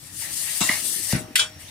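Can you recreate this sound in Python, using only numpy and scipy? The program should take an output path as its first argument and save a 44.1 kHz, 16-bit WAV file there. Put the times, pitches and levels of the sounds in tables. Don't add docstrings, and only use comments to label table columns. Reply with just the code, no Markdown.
import sys
import numpy as np
from scipy import signal
from scipy.fft import rfft, irfft, next_fast_len
from scipy.io import wavfile
from scipy.ndimage import uniform_filter1d, map_coordinates

SR = 44100
rng = np.random.default_rng(int(sys.argv[2]) if len(sys.argv) > 2 else 0)


def volts_from_decibels(level):
    exponent = np.asarray(level, float) / 20
    return 10 ** exponent


def persist_wave(psi):
    counts = np.round(np.clip(psi, -1, 1) * 32767).astype(np.int16)
    wavfile.write(sys.argv[1], SR, np.atleast_2d(counts).T)


N = 74970

# [f/Hz, level/dB]
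AIR_SPECTRUM = [(200, -12), (620, -14), (1000, -16), (2000, -15), (4400, -19), (6500, -21), (9000, -18),
                (15500, -26)]
RUMBLE_SPECTRUM = [(18, -63), (30, -57), (52, -11), (96, -0.5), (228, -12.5), (261, -15), (310, -7),
                   (450, -51), (580, -63), (990, -120)]
# [t/s, sliding level/dB, wall rub over it/dB]
STROKES = [(0, -52, -9), (.07, -44.5, -6.5), (.118, -48.5, -1.5), (.15, -40, -9.5), (0.222, -33, -7.5),
           (.295, -38, 1.5), (.34, -31.5, -10), (.53, -32, -2), (0.599, -29.5, -8), (.75, -29, 3.5),
           (.81, -32, -7), (.89, -27.5, -15.5), (1.082, -33, -6.5), (1.119, -28, -4), (1.157, -38.5, 11),
           (1.21, -45, 0), (1.29, -70, 17),
           (1.57, -75.5, 26),
    (1.601, -46, -2),
    (1.7, -54, 13),
]
# [f/Hz, level/dB]
GRIT_SPECTRUM = [(1470, -22), (2500, -48), (2680, -8.5), (3570, -7), (3770, -9), (4440, -3), (6970, -3.5),
                 (8730, 2), (16000, -12)]
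WALL_SPECTRUM = [(240, -36), (400, -25), (610, -3), (664, -8), (1050, -5.5), (1480, -7), (1850, 6.5),
                 (2340, 2), (5000, -2.5), (6500, -1.5), (11000, -120)]
# [t/s, level/dB, f/Hz, t60/s]
TICKS = [(0.22, -49.5, 916, 0.12), (.614, -26, 7850, 0.042), (.6893, -17.5, 1950, 0.041),
         (.6935, -8, 2020, 0.022), (1.16, -25.5, 9500, 0.037), (1.189, -34.5, 7940, 0.087),
         (1.189, -29.5, 9500, 0.028), (1.209, -38, 10100, 0.054), (1.209, -44, 13900, .02),
         (1.329, -49, 13500, 0.026), (1.356, -14, 2454, 0.018), (1.392, -19.5, 1526, 0.029),
         (1.596, -43, 2140, 0.045), (1.626, -43.5, 2170, 0.042), (1.681, -38, 3700, 0.031)]
# [t/s, push level/dB, f/Hz, t60/s, after-sound level/dB]
THUDS = [
    (0.6107, -4.5, 195, 0.031, -38.5),
    (.696, -5.5, 197, 0.02, -46.5),
    (1.127, -6, 515, 0.016, -47),
    (1.1332, 4, 132, 0.019, -32.5),
    (1.1501, -2, 141, 0.031, -39.5),
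    (1.176, -20, 131, .04, -74),
    (1.208, -28, 260, 0.063, -60),
    (1.281, -29.5, 305, 0.059, -63),
    (1.306, -25, 250, .04, -57),
]
# [f/Hz, level/dB, t60/s]
BEND_MODES = [(108, 0, .3), (181, -7, .35), (254, -7, .8), (305, -10, .7), (360, -14, .6), (481, -13, .8),
              (622, -5, .9), (775, -14, .8), (865, -14, .7), (953, -12, .55), (1490, 0, .2), (1593, -3, .2),
              (2880, -4, .15), (5595, -15, .9)]
# [f/Hz, level/dB]
SOIL_SPECTRUM = [(35, -54), (60, -15.5), (210, -7.5), (254, -7.5), (446, -24), (610, -27), (1200, -24.5),
                 (1560, -22), (2640, -120)]
# [t/s, ringing level/dB, spray level/dB, spray t60/s, spray rise/s]
KNOCKS = [
    (.605, -53, -26, 0.19, 0.0029),
    (.611, -23, -24, 0.3, 0.0072),
    (1.124, -34, -24, 0.056, 0.0019),
]
# [f/Hz, level/dB, t60/s]
CLOD_MODES = [(920, -13, .2), (1050, -12, .25), (1310, -8, .12), (2200, -4, .08), (2730, -4, .4),
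              (3500, -3, .06), (8020, -2, .2)]
# [f/Hz, level/dB]
CLOD_SPRAY = [(240, -44), (400, -24), (655, -16.5), (1040, -11), (1790, -12), (7280, -7.5), (8240, -17),
              (16000, -44)]
# [t/s, ringing level/dB, spray level/dB, spray t60/s, spray rise/s]
CLINKS = [
    (.6895, -23, -31, .3, .002),
    (.7105, -24, -34, .25, .002),
    (.736, -29, -46, .2, .002),
]
# [f/Hz, level/dB, t60/s]
STONE_MODES = [(1880, -6, .06), (1985, 0, .09), (2103, -1, .22), (2215, -4, .2), (2440, -16, .2),
               (2877, -8, .35), (3310, -14, .2), (3650, -8, .07), (4190, -4, .06)]
# [f/Hz, level/dB]
STONE_SPRAY = [(240, -54), (400, -24), (1290, -0.5), (1580, -10), (2050, -2), (2320, -10), (9180, -11),
               (16000, -38)]
# [t/s, length/s, level/dB]
DRAG = (0.76, 0.32, -49)
# [t/s, length/s, from f/Hz, to f/Hz, level/dB]
SQUEAK = (1.098, .032, 1750, 2600, -35)
# [t/s, ringing level/dB, spray level/dB, spray t60/s, spray rise/s]
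CLANKS = [
    (1.3535, -60, -35, 0.028, 0.0026),
    (1.3558, -27, -16.5, 0.027, 0.0015),
    (1.358, -31.5, -19, 0.25, 0.0065),
    (1.377, -43, -35.5, 0.36, 0.002),
]
# [t/s, ringing level/dB, spray level/dB, spray t60/s, spray rise/s]
REBOUNDS = [
    (1.3885, -26, -27, 0.13, 0.0054),
    (1.3928, -20.5, -25, 0.47, 0.003),
]
# [f/Hz, level/dB, t60/s]
IRON_MODES = [(1300, -17, .1), (1482, -3, .35), (1597, -3, .08), (2040, -12, .3), (2336, -9, .3),
              (2598, -9, .3), (3040, 0, .24), (3180, 1, .3), (3332, 2, .3), (3644, -4, .24),
              (3793, -6, .16), (3950, -7, .16), (4100, -4, .14), (4495, -9, .15)]
COLLAR_MODES = [(2890, -4, .2), (4490, -4, .13), (5163, 2, .08), (5560, -23, .9), (5604, -18, .9),
                (6980, -8, .2), (7607, -3, .13), (7924, 4, .05), (8446, -5, .15), (9400, -1, .08),
                (9800, -2, .1), (10310, -2, .08)]
# [f/Hz, level/dB]
IRON_SPRAY = [(600, -45), (1000, -18), (1700, -5), (2900, -3), (4600, -11), (9500, -8), (14500, -17),
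              (16500, -25)]
REBOUND_SPRAY = [(600, -23), (1000, -14), (1600, -2.5), (2200, -19), (3500, -8.5), (4800, -9), (9000, -9.5),
                 (13000, -48)]
# [t/s, level/dB, extra t60/s]
SHAKE = (1.385, -34, 1)
# [f/Hz, level/dB]
PORTS = [(60, 3.5), (380, 3.8), (700, .5), (1300, 1.5), (2400, -1.3), (4400, -.5), (6000, 5), (8200, 15),
         (15000, 19)]
# [f/Hz, correlation]
LIKENESS = [(60, 0.91), (180, 1), (550, 0.52), (1650, 0.39), (4970, 0.078), (15000, 0.0092)]

RING_RISE_S, PORT_PHASE_RAD, STRIKE_PHASE_RAD = .0012, .7, .5
BEND_ROUGH_DB, HIT_ROUGH_DB, SOIL_PATCHY_DB = 2, 2.2, 3


def unit(x):
    return x / np.sqrt(np.mean(x ** 2) + 1e-20)


def along(points, hz):
    f, v = np.transpose(points)
    return np.interp(np.log(hz + 1), np.log(f + 1), v)


def wobble(knots_per_s):
    knots = rng.standard_normal(int(N * knots_per_s / SR) + 4)
    return map_coordinates(knots, [np.arange(N) * knots_per_s / SR])


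def filtered(x, response):
    m = next_fast_len(N + 8192)
    return irfft(rfft(x, m) * response(np.fft.rfftfreq(m, 1 / SR)), m)[..., :N]


def since(s):
    return np.clip(np.arange(N) / SR - s, 0, None)


def rush(spectrum, patchy_db, pair=None):
    if pair is None:
        pair = rng.standard_normal((2, N))
    z = signal.stft(pair, nperseg=256)[2]
    patches = uniform_filter1d(rng.standard_normal(z.shape[1:]), size=3, axis=0)
    patches = unit(uniform_filter1d(patches, size=16, axis=1))
    pair = signal.istft(z * volts_from_decibels(patchy_db * patches), nperseg=256)[1][:, :N]

    def mid_side(hz):
        turn = np.arccos(np.clip(along(LIKENESS, hz), -1, 1)) / 2
        return volts_from_decibels(along(spectrum, hz)) * [np.cos(turn), np.sin(turn)]

    mid, side = filtered(pair, mid_side)
    return unit(np.array([mid + side, mid - side]))


def modal(x):
    width_hz, uneven_db = 30, 2.2
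    bumps = rng.standard_normal(int(SR / width_hz))
    return unit(filtered(x, lambda hz: volts_from_decibels(uneven_db * map_coordinates(bumps, [hz / width_hz]))))


def ring(modes, t, rise_s, port_phase_rad, rough_db):
    out = np.zeros((2, N))
    live = (t > 0) & (t < min(.7, max(m[2] for m in modes) + .05))
    t = t[live]
    for hz, db, t60 in modes:
        phase = port_phase_rad * rng.standard_normal((2, 1)) + STRIKE_PHASE_RAD * rng.standard_normal()
        unsettled = np.interp(t * 40, np.arange(30), rng.standard_normal(30))
        level_db = db + rng.standard_normal() + rough_db * unsettled - 60 * t / np.clip(t60, .02, .9)
        out[:, live] += volts_from_decibels(level_db) * np.sin(2 * np.pi * hz * t + phase) * (1 - np.exp(-t / rise_s))
    return out


def blows(events, modes, spectrum):
    pulse_s, pulse_depth = 0.0075, 0.064
    treble_hz, treble_t60_share = 10960, 0.56
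    spray = modal(rush(spectrum, 3.4))
    top = filtered(spray, lambda hz: 1 / (1 + (treble_hz / (hz + 1)) ** 6))
    out = 0
    for s, ring_db, spray_db, t60, rise_s in events:
        t = since(s)
        pulsing = 1 + pulse_depth * np.cos(2 * np.pi * (t - .002) / pulse_s)
        crack = 1 + 2 * volts_from_decibels(-60 * t / .03)
        envelope = volts_from_decibels(spray_db - 60 * t / t60) * (1 - np.exp(-t / rise_s)) * pulsing * crack
        top_decay = volts_from_decibels(-60 * t / t60 * (1 / treble_t60_share - 1.5))
        out = out + volts_from_decibels(ring_db) * ring(modes, t, RING_RISE_S, PORT_PHASE_RAD, HIT_ROUGH_DB)
        out = out + envelope * (spray - top + top * top_decay)
    return out


def field():
    tone_hz, width_hz, tone_db, pulses_per_s = 5590, 60, -61, 22
    note = filtered(rng.standard_normal((2, N)), lambda hz: 1 / (1 + ((hz - tone_hz) / width_hz) ** 2))
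    pulse_db = 0.96 * np.sin(2 * np.pi * pulses_per_s * np.arange(N) / SR)
    thin_tone = volts_from_decibels(tone_db + pulse_db) * unit(note)
    air = volts_from_decibels(-51.5) * rush(AIR_SPECTRUM, 2.6)
    rumble = volts_from_decibels(-50 + 1.5 * wobble(9.15)) * rush(RUMBLE_SPECTRUM + [(900, -51)], 2)
    return air + rumble + thin_tone


def sliding():
    grains_per_s, spread_db, grain_share = 9000, 2, .4
    s, level_db, wall_db = np.transpose(STROKES)
    t = np.arange(N) / SR
    level_db, wall_db = np.interp(t, s, level_db), np.interp(t, s, wall_db)
    hits = rng.random((2, N)) < grains_per_s / SR
    sizes = volts_from_decibels(spread_db * np.minimum(rng.exponential(size=N), 4))
    grains = hits * sizes * rng.standard_normal((2, N))
    crush = grain_share * unit(grains) + (1 - grain_share) * rng.standard_normal((2, N))
    grit_db = level_db + 3 + 0.27 * wobble(21.2) + 0.76 * wobble(62.1)
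    grit = volts_from_decibels(grit_db) * modal(rush(GRIT_SPECTRUM, 1.8, crush))
    hum_db = level_db + wall_db - 1.5 + 0.21 * wobble(19.6)
    return grit + volts_from_decibels(hum_db) * modal(rush(WALL_SPECTRUM, 3))


def ticks():
    out = 0
    for s, db, hz, t60 in TICKS:
        cluster = [(hz * k, 0, t60) for k in (.97, 1, 1.025)]
        out = out + volts_from_decibels(db) * ring(cluster, since(s), 0.0023, PORT_PHASE_RAD, 0)
    return out


def knocks():
    return blows(KNOCKS, CLOD_MODES, CLOD_SPRAY)


def thuds():
    soil_db, soil_t60_s = 3.5, 0.33
    out, soil = 0, rush(SOIL_SPECTRUM, SOIL_PATCHY_DB)
    for s, db, hz, t60, after_db in THUDS:
        t = since(s)
        swing = np.sin(2 * np.pi * hz * (t + .0015 * (1 - np.exp(-t / 0.0017))))
        push = volts_from_decibels(db - 60 * t / t60) * (1 - np.exp(-t / 0.0053)) * swing
        crumble = volts_from_decibels(soil_db - 60 * t / soil_t60_s) * (1 - np.exp(-t / 0.0011)) * soil
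        bend = ring(BEND_MODES, t, 0.00086, 1.0, BEND_ROUGH_DB)
        out = out + push + volts_from_decibels(after_db) * (bend + crumble)
    return out


def clinks():
    return blows(CLINKS, STONE_MODES, STONE_SPRAY)


def drag():
    s, length_s, db = DRAG
    swell = np.sin(np.pi * np.clip(since(s) / length_s, 0, 1))
    return volts_from_decibels(db) * swell * rush([(120, -40), (200, -2), (400, 0.5), (700, -46)], SOIL_PATCHY_DB)


def squeak():
    s, length_s, low_hz, high_hz, db = SQUEAK
    u = np.clip(since(s) / length_s, 0, 1)
    phase = 2 * np.pi * np.cumsum(low_hz + (high_hz - low_hz) * u ** 2) / SR
    return volts_from_decibels(db + 1.5 * wobble(150)) * np.sin(np.pi * u) * np.sin(phase + [[0], [1.2]])


def coupling():
    grip_s, grip_t60_s = 1.423, 0.39
    iron = blows(CLANKS, IRON_MODES, IRON_SPRAY) + blows(REBOUNDS, IRON_MODES, REBOUND_SPRAY)
    collar = ring(COLLAR_MODES, since(CLANKS[1][0]), RING_RISE_S, PORT_PHASE_RAD, HIT_ROUGH_DB)
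    s, db, t60 = SHAKE
    t = since(s)
    shake = volts_from_decibels(db - 60 * t / t60) * ring(BEND_MODES[4:10], t, 0.017, 0.64, BEND_ROUGH_DB)
    return volts_from_decibels(-60 * since(grip_s) / grip_t60_s) * iron + volts_from_decibels(-21) * collar + shake


def scene():
    duck_s, duck_db, recovery_s = 1.352, -10, .06
    t = since(duck_s)
    duck = volts_from_decibels(duck_db * (t > 0) * np.exp(-t / recovery_s))
    hits = ticks() + knocks() + clinks() + coupling()
    return sliding() + drag() + squeak() + hits + duck * (field() + thuds())


def top_cut(x):
    return signal.sosfilt(signal.butter(12, 16620, fs=SR, output="sos"), x)


def record(dry):
    top_hz, left_leads_s = 15650, 4e-5

    def ports(hz):
        gain = 2 / (1 + volts_from_decibels(along(PORTS, hz) * np.array([[-1], [1]])))
        band = 1 / (1 + (hz / top_hz) ** 120)
        return gain * band * np.exp(1j * np.pi * hz * left_leads_s * np.array([[1], [-1]]))

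    return top_cut(filtered(dry, ports))


dry = scene()
out = record(dry)
persist_wave(out)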